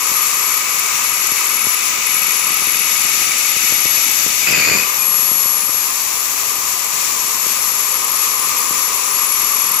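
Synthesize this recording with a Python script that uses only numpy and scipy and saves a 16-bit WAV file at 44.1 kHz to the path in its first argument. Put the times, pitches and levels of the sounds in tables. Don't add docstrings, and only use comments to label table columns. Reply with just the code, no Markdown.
import sys
import numpy as np
from scipy import signal
from scipy.fft import rfft, irfft, next_fast_len
from scipy.io import wavfile
from scipy.ndimage import uniform_filter1d, minimum_filter1d

SR = 44100
rng = np.random.default_rng(int(sys.argv[2]) if len(sys.argv) > 2 else 0)


def generate_wav(sig):
    pcm = np.round(np.clip(np.atleast_2d(sig).T, -1, 1) * 32767).astype(np.int16)
    wavfile.write(sys.argv[1], SR, pcm)


N = 432179
TIME_S = np.arange(N) / SR
FLUTE_HZ = 80.0


def from_db(db):
    return 10 ** (np.asarray(db) / 20)


def unit_rms(x):
    return x / np.sqrt(np.mean(np.abs(np.atleast_2d(x).mean(0)) ** 2) + 1e-20)


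def curves(rows):
    time_s, *columns = np.transpose(rows)
    return [np.interp(TIME_S, time_s, column) for column in columns]


def panned(pan_db):
    ratio = from_db(np.atleast_1d(pan_db))
    return np.array([ratio, np.ones_like(ratio)]) * np.sqrt(2 / (1 + ratio ** 2))


def drift(rate_hz):
    hop, settle = 20, 2000
    pole = np.exp(-2 * np.pi * hop * rate_hz / SR)
    noise = rng.standard_normal(N // hop + settle + 2)
    slow = signal.lfilter([1], [1, -2 * pole, pole * pole], noise)[settle:]
    return np.interp(np.arange(N) / hop, np.arange(len(slow)), unit_rms(slow))


def stereo_noise(correlation, size=N):
    noise = rng.standard_normal((3, size))
    return np.sqrt(correlation) * noise[0] + np.sqrt(1 - correlation) * noise[1:]


def shaped_noise(spectrum, correlation):
    size = next_fast_len(N, real=True)
    log_hz = np.log(np.maximum(np.arange(size // 2 + 1) * SR / size, 1))
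    freq_hz, *sides_db = np.transpose(spectrum)
    gain = from_db([np.interp(log_hz, np.log(freq_hz), side) for side in sides_db])
    return unit_rms(irfft(rfft(stereo_noise(correlation, size)) * gain, size)[:, :N])


def resonate(x, centre_hz, width_hz):
    edges_hz = [centre_hz - width_hz / 2, centre_hz + width_hz / 2]
    return signal.sosfilt(signal.butter(2, edges_hz, "band", fs=SR, output="sos"), x + 1e-18)


def narrow_noise(centre_hz, width_hz):
    phase = 2 * np.pi * np.cumsum(centre_hz * np.ones(N)) / SR
    return drift(width_hz) * np.cos(phase) + drift(width_hz) * np.sin(phase)


def flute_swing(rate_ratio=1):
    return np.cos(2 * np.pi * FLUTE_HZ * rate_ratio * (TIME_S + .005))


# time_s, hiss_db, fizz_db
JET_LEVELS = [(0, -22.5, -30), (2.6, -23, -31.3), (3.5, -21.5, -30), (4.3, -21.5, -28.5),
              (4.65, -23.2, -31.3), (5.3, -24, -29), (6.6, -23.5, -29), (7.0, -23.5, -30.3),
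              (7.7, -23, -29.8), (8.3, -23.5, -30.3), (9.8, -23, -30.3)]
# freq_hz, left_db, right_db
HISS_SPECTRUM = [(637, -74.5, -76), (1600, -63, -65.5), (2465, -55, -57.5), (3080, -61.5, -66),
                 (4100, -60, -67), (4700, -57, -62.5), (5120, -59, -65.5), (5750, -51, -67.5),
                 (6560, -52.5, -89), (6970, -48.5, -68.5), (8240, -56.5, -72), (8850, -62.5, -68.5),
                 (10700, -64, -75), (13000, -67, -85)]
# freq_hz, left_db, right_db
FIZZ_SPECTRUM = [(7540, -104.5, -100), (10650, -61, -79), (11300, -53, -67), (13000, -58.5, -63.5),
                 (15200, -59.5, -63.5), (17000, -63.5, -65)]


def air_jet(hiss_gain_db=1.5, fizz_gain_db=3.5, flutter_depth=0.027, waver_db=0.7):
    hiss_db, fizz_db = curves(JET_LEVELS)
    hiss = from_db(hiss_db + hiss_gain_db) * shaped_noise(HISS_SPECTRUM, correlation=0.095)
    fizz = from_db(fizz_db + fizz_gain_db) * shaped_noise(FIZZ_SPECTRUM, correlation=0)
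    return (hiss + fizz) * (1 + flutter_depth * flute_swing()) * from_db(waver_db * drift(7.1))


# start_s, length_s, loss_db
WHISTLE_FALTERS = [(0.03, .04, 3), (0.28, .07, 3), (0.59, 0.099, 12), (0.81, 0.23, 10), (1.77, .08, 6),
                   (1.89, .16, 19), (2.38, 0.075, 2), (3.27, .06, 4), (5.58, 0.055, 3), (5.88, 0.082, 3),
                   (6.07, .13, 3), (6.95, .21, 5), (7.53, 0.08, 5), (7.98, .04, 4), (8.39, .06, -2.5),
                   (8.51, .05, 12), (8.63, .05, 8), (8.73, 0.063, 4), (8.89, 0.044, 9), (8.98, .14, 3.5)]


def faltering(roughness, stumble_hz=16, stumble_db=5, edge_s=.03):
    slip = np.clip(1.6 * roughness * (drift(stumble_hz) - .5), 0, 1)
    loss_db = stumble_db * slip
    for start_s, length_s, falter_db in WHISTLE_FALTERS:
        inside_s = np.minimum(TIME_S - start_s, start_s + length_s - TIME_S)
        gate = np.clip(.5 + inside_s / edge_s, 0, 1)
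        slip = np.maximum(slip, gate)
        loss_db = np.maximum(loss_db, falter_db * gate)
    return slip, loss_db


# time_s, pitch_hz, level_db
WHISTLE_TONE = [(0, 11360, -23), (1.4, 11280, -23.5), (2.7, 11280, -22.5), (3.1, 11270, -24),
                (3.75, 11370, -20), (4.2, 11380, -22.5), (4.45, 11380, -25.5), (4.96, 11400, -24.5),
                (5.07, 11350, -18.2), (5.55, 11350, -20.5), (6.4, 11300, -29), (7.2, 11335, -27),
                (7.7, 11360, -22), (8.3, 11350, -24), (9.2, 11305, -22), (9.8, 11305, -21.7)]
# time_s, flute_rate_depth, half_rate_depth, roughness
WHISTLE_CHOP = [(0, .3, .28, 0.48), (1, 0.36, 0.54, .48), (2.5, .7, 0.55, 0.3), (3.2, .32, .39, .33),
                (4.6, .27, 0.24, 0.32), (5.1, .27, .03, 0.06), (5.55, .41, .03, 0), (5.9, 0.35, .1, .26),
                (7.6, 0.3, .24, .29), (8.9, .15, .24, 0.18), (9.8, 0.098, 0.76, 0.15)]


def whistle(gain_db=4.0, width_hz=80, flat_hz=200.4, bend_hz=60, wander_hz=55, skirt_db=-11, smear=0.85):
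    pitch_hz, level_db = curves(WHISTLE_TONE)
    flute_depth, half_depth, roughness = curves(WHISTLE_CHOP)
    slip, loss_db = faltering(roughness)
    swing = flute_depth * flute_swing() + half_depth * flute_swing(rate_ratio=.5)
    sag = (1 - drift(rate_hz=45) ** 2) / np.sqrt(2)
    unrest = np.sqrt(2 * roughness)
    pitch_hz = pitch_hz - flat_hz * slip + unrest * (bend_hz * swing + wander_hz * sag)
    turbulence = (drift(width_hz) + 1j * drift(width_hz)) / np.sqrt(2)
    amplitude = (1 + swing) * (np.sqrt(1 - roughness) + np.sqrt(roughness) * turbulence)
    amplitude = amplitude / np.sqrt(1 + np.abs(amplitude / 3) ** 2)
    tone = unit_rms(np.real(amplitude * np.exp(2j * np.pi * np.cumsum(pitch_hz) / SR)))
    left = tone + from_db(skirt_db) * unrest * narrow_noise(pitch_hz - 150, width_hz=170)
    right = np.sqrt(smear) * narrow_noise(pitch_hz, width_hz / 2) - np.sqrt(1 - smear) * left
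    pan_db = 16 + (level_db - level_db.mean()) - 0.3 * loss_db
    return np.array([left, right]) * panned(pan_db) * from_db(level_db - loss_db + gain_db)


# time_s, upper_hz, upper_db, lower_db
SLOT_RESONANCES = [(0, 1218, -30, -36.5), (1.4, 1229, -33, -38.5), (2.4, 1244, -33, -40),
                   (3.5, 1242, -36, -45.5), (4.4, 1243, -38, -45), (4.82, 1195, -34.3, -36),
                   (5.6, 1196, -36.3, -40), (7.7, 1201, -35.5, -36.5), (8.4, 1193, -31.5, -34),
                   (9.8, 1191, -32.3, -35)]


def slot(gain_db=3.0, lower_hz=1030, rush_hz=1130, rush_db=-5):
    upper_hz, upper_db, lower_db = curves(SLOT_RESONANCES)
    mean_hz = upper_hz.mean()
    steady = resonate(stereo_noise(correlation=0.4), mean_hz, width_hz=130)
    read_index = np.cumsum(upper_hz / mean_hz)
    upper = np.array([np.interp(read_index, np.arange(N), side) for side in steady])
    lower = resonate(stereo_noise(correlation=0.28), lower_hz, width_hz=110)
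    rush = resonate(stereo_noise(correlation=0.34), rush_hz, width_hz=400)
    body = lower / lower.std() + from_db(rush_db) * rush / rush.std()
    return (from_db(upper_db + gain_db) * panned(-9) * upper / upper.std()
            + from_db(lower_db + gain_db) * panned(-2) * body)


def enclosure(gain_db=-10, centre_hz=450, width_hz=200, pan_db=3):
    _, _, lower_db = curves(SLOT_RESONANCES)
    cabin = unit_rms(resonate(stereo_noise(correlation=0.57), centre_hz, width_hz))
    return from_db(lower_db + gain_db) * panned(pan_db) * cabin


def flute_bites(rise_s=0.00065, decay_s=0.0077, uneven_db=0.5):
    flute, phase = np.divmod(TIME_S * FLUTE_HZ + .3, 1)
    age_s = phase / FLUTE_HZ
    strength = from_db(uneven_db * np.clip(rng.standard_normal(int(flute[-1]) + 1), -2, 2))
    return unit_rms(strength[flute.astype(int)] * (np.exp(-age_s / decay_s) - np.exp(-age_s / rise_s)))


# time_s, level_db, tilt_db_per_octave
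CUTTER_LOAD = [(0, -30, -5.5), (1, -27.5, -5), (2.1, -25, -1), (3.8, -24.5, 3), (4.3, -27.5, 6),
               (4.62, -21, -4.5), (4.8, -30, -1.5), (4.95, -27, -1.5), (5.1, -70, -2), (7.7, -60, -4),
               (8.5, -39, -4), (9.8, -34, -4)]
# freq_hz, width_hz, rasp_db, screech_db, pan_db
TOOL_MODES = [(1587, 430, -9.5, -8.5, 3.5), (2046, 204, -3, -4.5, -2.5), (2267, 76, 0, -13, 4.5),
              (2374, 270, -6, 0.5, 15), (2469, 112, -2.5, 1.5, 3), (2620, 93, -3.5, -21, 1),
              (2896, 185, -4.5, -13, 5), (3680, 410, -5, -25, 6.5), (4675, 530, -5.5, 0, 5),
              (6080, 800, -1, -28, 22), (7040, 370, -13, 4, 20)]
# time_s, level_db, pitch_ratio
CORNER_JUDDER = [(4.46, -70, 1.04), (4.472, -14, 0.99), (4.51, -20, 1.1), (4.54, -15, 1.02),
                 (4.63, -19, .985), (4.74, -14.5, .99), (4.85, -28.5, 1.02), (4.97, -56, .97)]


def cutter(grain_db=1.0, judder_gain_db=1.5, pivot_hz=2500):
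    load_db, tilt_db_per_octave = curves(CUTTER_LOAD)
    judder_db, pitch_ratio = curves(CORNER_JUDDER)
    tearing = stereo_noise(correlation=0.32) * from_db(grain_db * drift(60))
    rasp, screech = 0, 0
    for freq_hz, width_hz, rasp_db, screech_db, pan_db in TOOL_MODES:
        tilt = from_db(tilt_db_per_octave * np.log2(freq_hz / pivot_hz))
        mode = panned(pan_db) * unit_rms(resonate(tearing, freq_hz, width_hz)) * tilt
        rasp = rasp + from_db(rasp_db) * mode
        screech = screech + from_db(screech_db) * mode
    read_index = np.cumsum(pitch_ratio) % N
    screech = np.array([np.interp(read_index, np.arange(N), side) for side in screech])
    bites = from_db(judder_db + judder_gain_db) * flute_bites()
    return from_db(load_db) * unit_rms(rasp) + bites * unit_rms(screech)


def dull_pop(high_hz, low_hz=105):
    band = signal.butter(2, [low_hz, high_hz], "band", fs=SR, output="sos")
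    pop = signal.sosfilt(band, signal.unit_impulse(SR // 20))
    return pop / pop.max()


# time_s, level_db
BUFFET_LEVELS = [(0, -55), (1.9, -49), (2.3, -43.5), (3.4, -42.5), (4.75, -41), (4.88, -55), (5.2, -41),
                 (6.0, -57), (7.3, -47), (9.1, -51), (9.7, -44)]
# time_s, peak_db
BASS_POPS = [(0.117, -18), (1.32, -16), (1.67, -11), (2.505, -17), (2.621, -19), (2.673, -17.5),
             (3.567, -15), (3.723, -12), (3.856, -13.5), (4.264, -12), (5.316, -14.5), (5.458, -18),
             (5.693, -18), (7.467, -15.5), (8.71, -17)]


def buffeting(gain_db=3.5, pops_per_s=200, uneven_db=6.0, judder_gain_db=-15, right_db=-22):
    clicks = (rng.random(N) < pops_per_s / SR) * rng.choice([-1, 1], N)
    clicks = clicks * from_db(uneven_db * np.clip(rng.standard_normal(N), -2, 2))
    patter_db, judder_db = curves(BUFFET_LEVELS)[0], curves(CORNER_JUDDER)[0]
    strength = from_db(patter_db + gain_db) + from_db(judder_db + judder_gain_db)
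    left = strength * unit_rms(signal.fftconvolve(clicks, dull_pop(high_hz=450))[:N])
    for time_s, peak_db in BASS_POPS:
        pop = from_db(peak_db) * dull_pop(high_hz=510)
        start = int(time_s * SR) - pop.argmax()
        left[start:start + len(pop)] -= pop
    return np.array([left, from_db(right_db) * left])


# freq_hz, left_db, right_db
SHOP_SPECTRUM = [(20, -95, -96), (50, -100, -101), (100, -75.5, -78), (188, -69.5, -69),
                 (242, -65.5, -69.5), (307, -67.5, -69.5), (399, -65.5, -69.5), (536, -65, -69),
                 (726, -69, -64), (880, -66, -59), (1550, -74.5, -68.5), (2050, -114, -111)]


def workshop(floor_db=-39, hum_db=-60, hum_pan_db=4):
    hum = np.sqrt(2) * flute_swing() * from_db(hum_db) * panned(hum_pan_db)
    return from_db(floor_db) * shaped_noise(SHOP_SPECTRUM, correlation=0.59) + hum


def judder_pops(gain_db=5.0, uneven_db=2.2, jitter_s=0.00158, right_db=-20):
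    pass_s = np.arange(1, int(N / SR * FLUTE_HZ)) / FLUTE_HZ
    lateness, scatter = np.clip(rng.standard_normal((len(pass_s), 2)), -2, 2).T
    hits = np.clip((pass_s + jitter_s * lateness) * SR, 0, N - 1).astype(int)
    judder_db, _ = curves(CORNER_JUDDER)
    clicks = np.zeros(N)
    clicks[hits] = from_db(judder_db[hits] + gain_db + uneven_db * scatter)
    left = -signal.fftconvolve(clicks, dull_pop(high_hz=700))[:N]
    return np.array([left, from_db(right_db) * left])


# time_s, level_db
RUB_LEVELS = [(4.97, -80), (4.995, -28), (5.04, -24), (5.07, -80)]


def wall_rub(pitch_hz=2450, width_hz=50, pan_db=3):
    return from_db(curves(RUB_LEVELS)[0]) * panned(pan_db) * narrow_noise(pitch_hz, width_hz)


def scene():
    air = air_jet() + whistle() + slot() + enclosure()
    return air + cutter() + buffeting() + workshop() + judder_pops() + wall_rub()


def record(dry, low_cut_hz=42, high_cut_hz=15500, ceiling=.85):
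    thinned = signal.sosfilt(signal.butter(2, low_cut_hz, "high", fs=SR, output="sos"), dry)
    max_gain = ceiling / np.maximum(np.abs(thinned), ceiling)
    limited = thinned * uniform_filter1d(minimum_filter1d(max_gain, size=129), size=129)
    return signal.sosfilt(signal.ellip(12, .1, 80, high_cut_hz, fs=SR, output="sos"), limited)


dry = scene()
out = record(dry)
generate_wav(out)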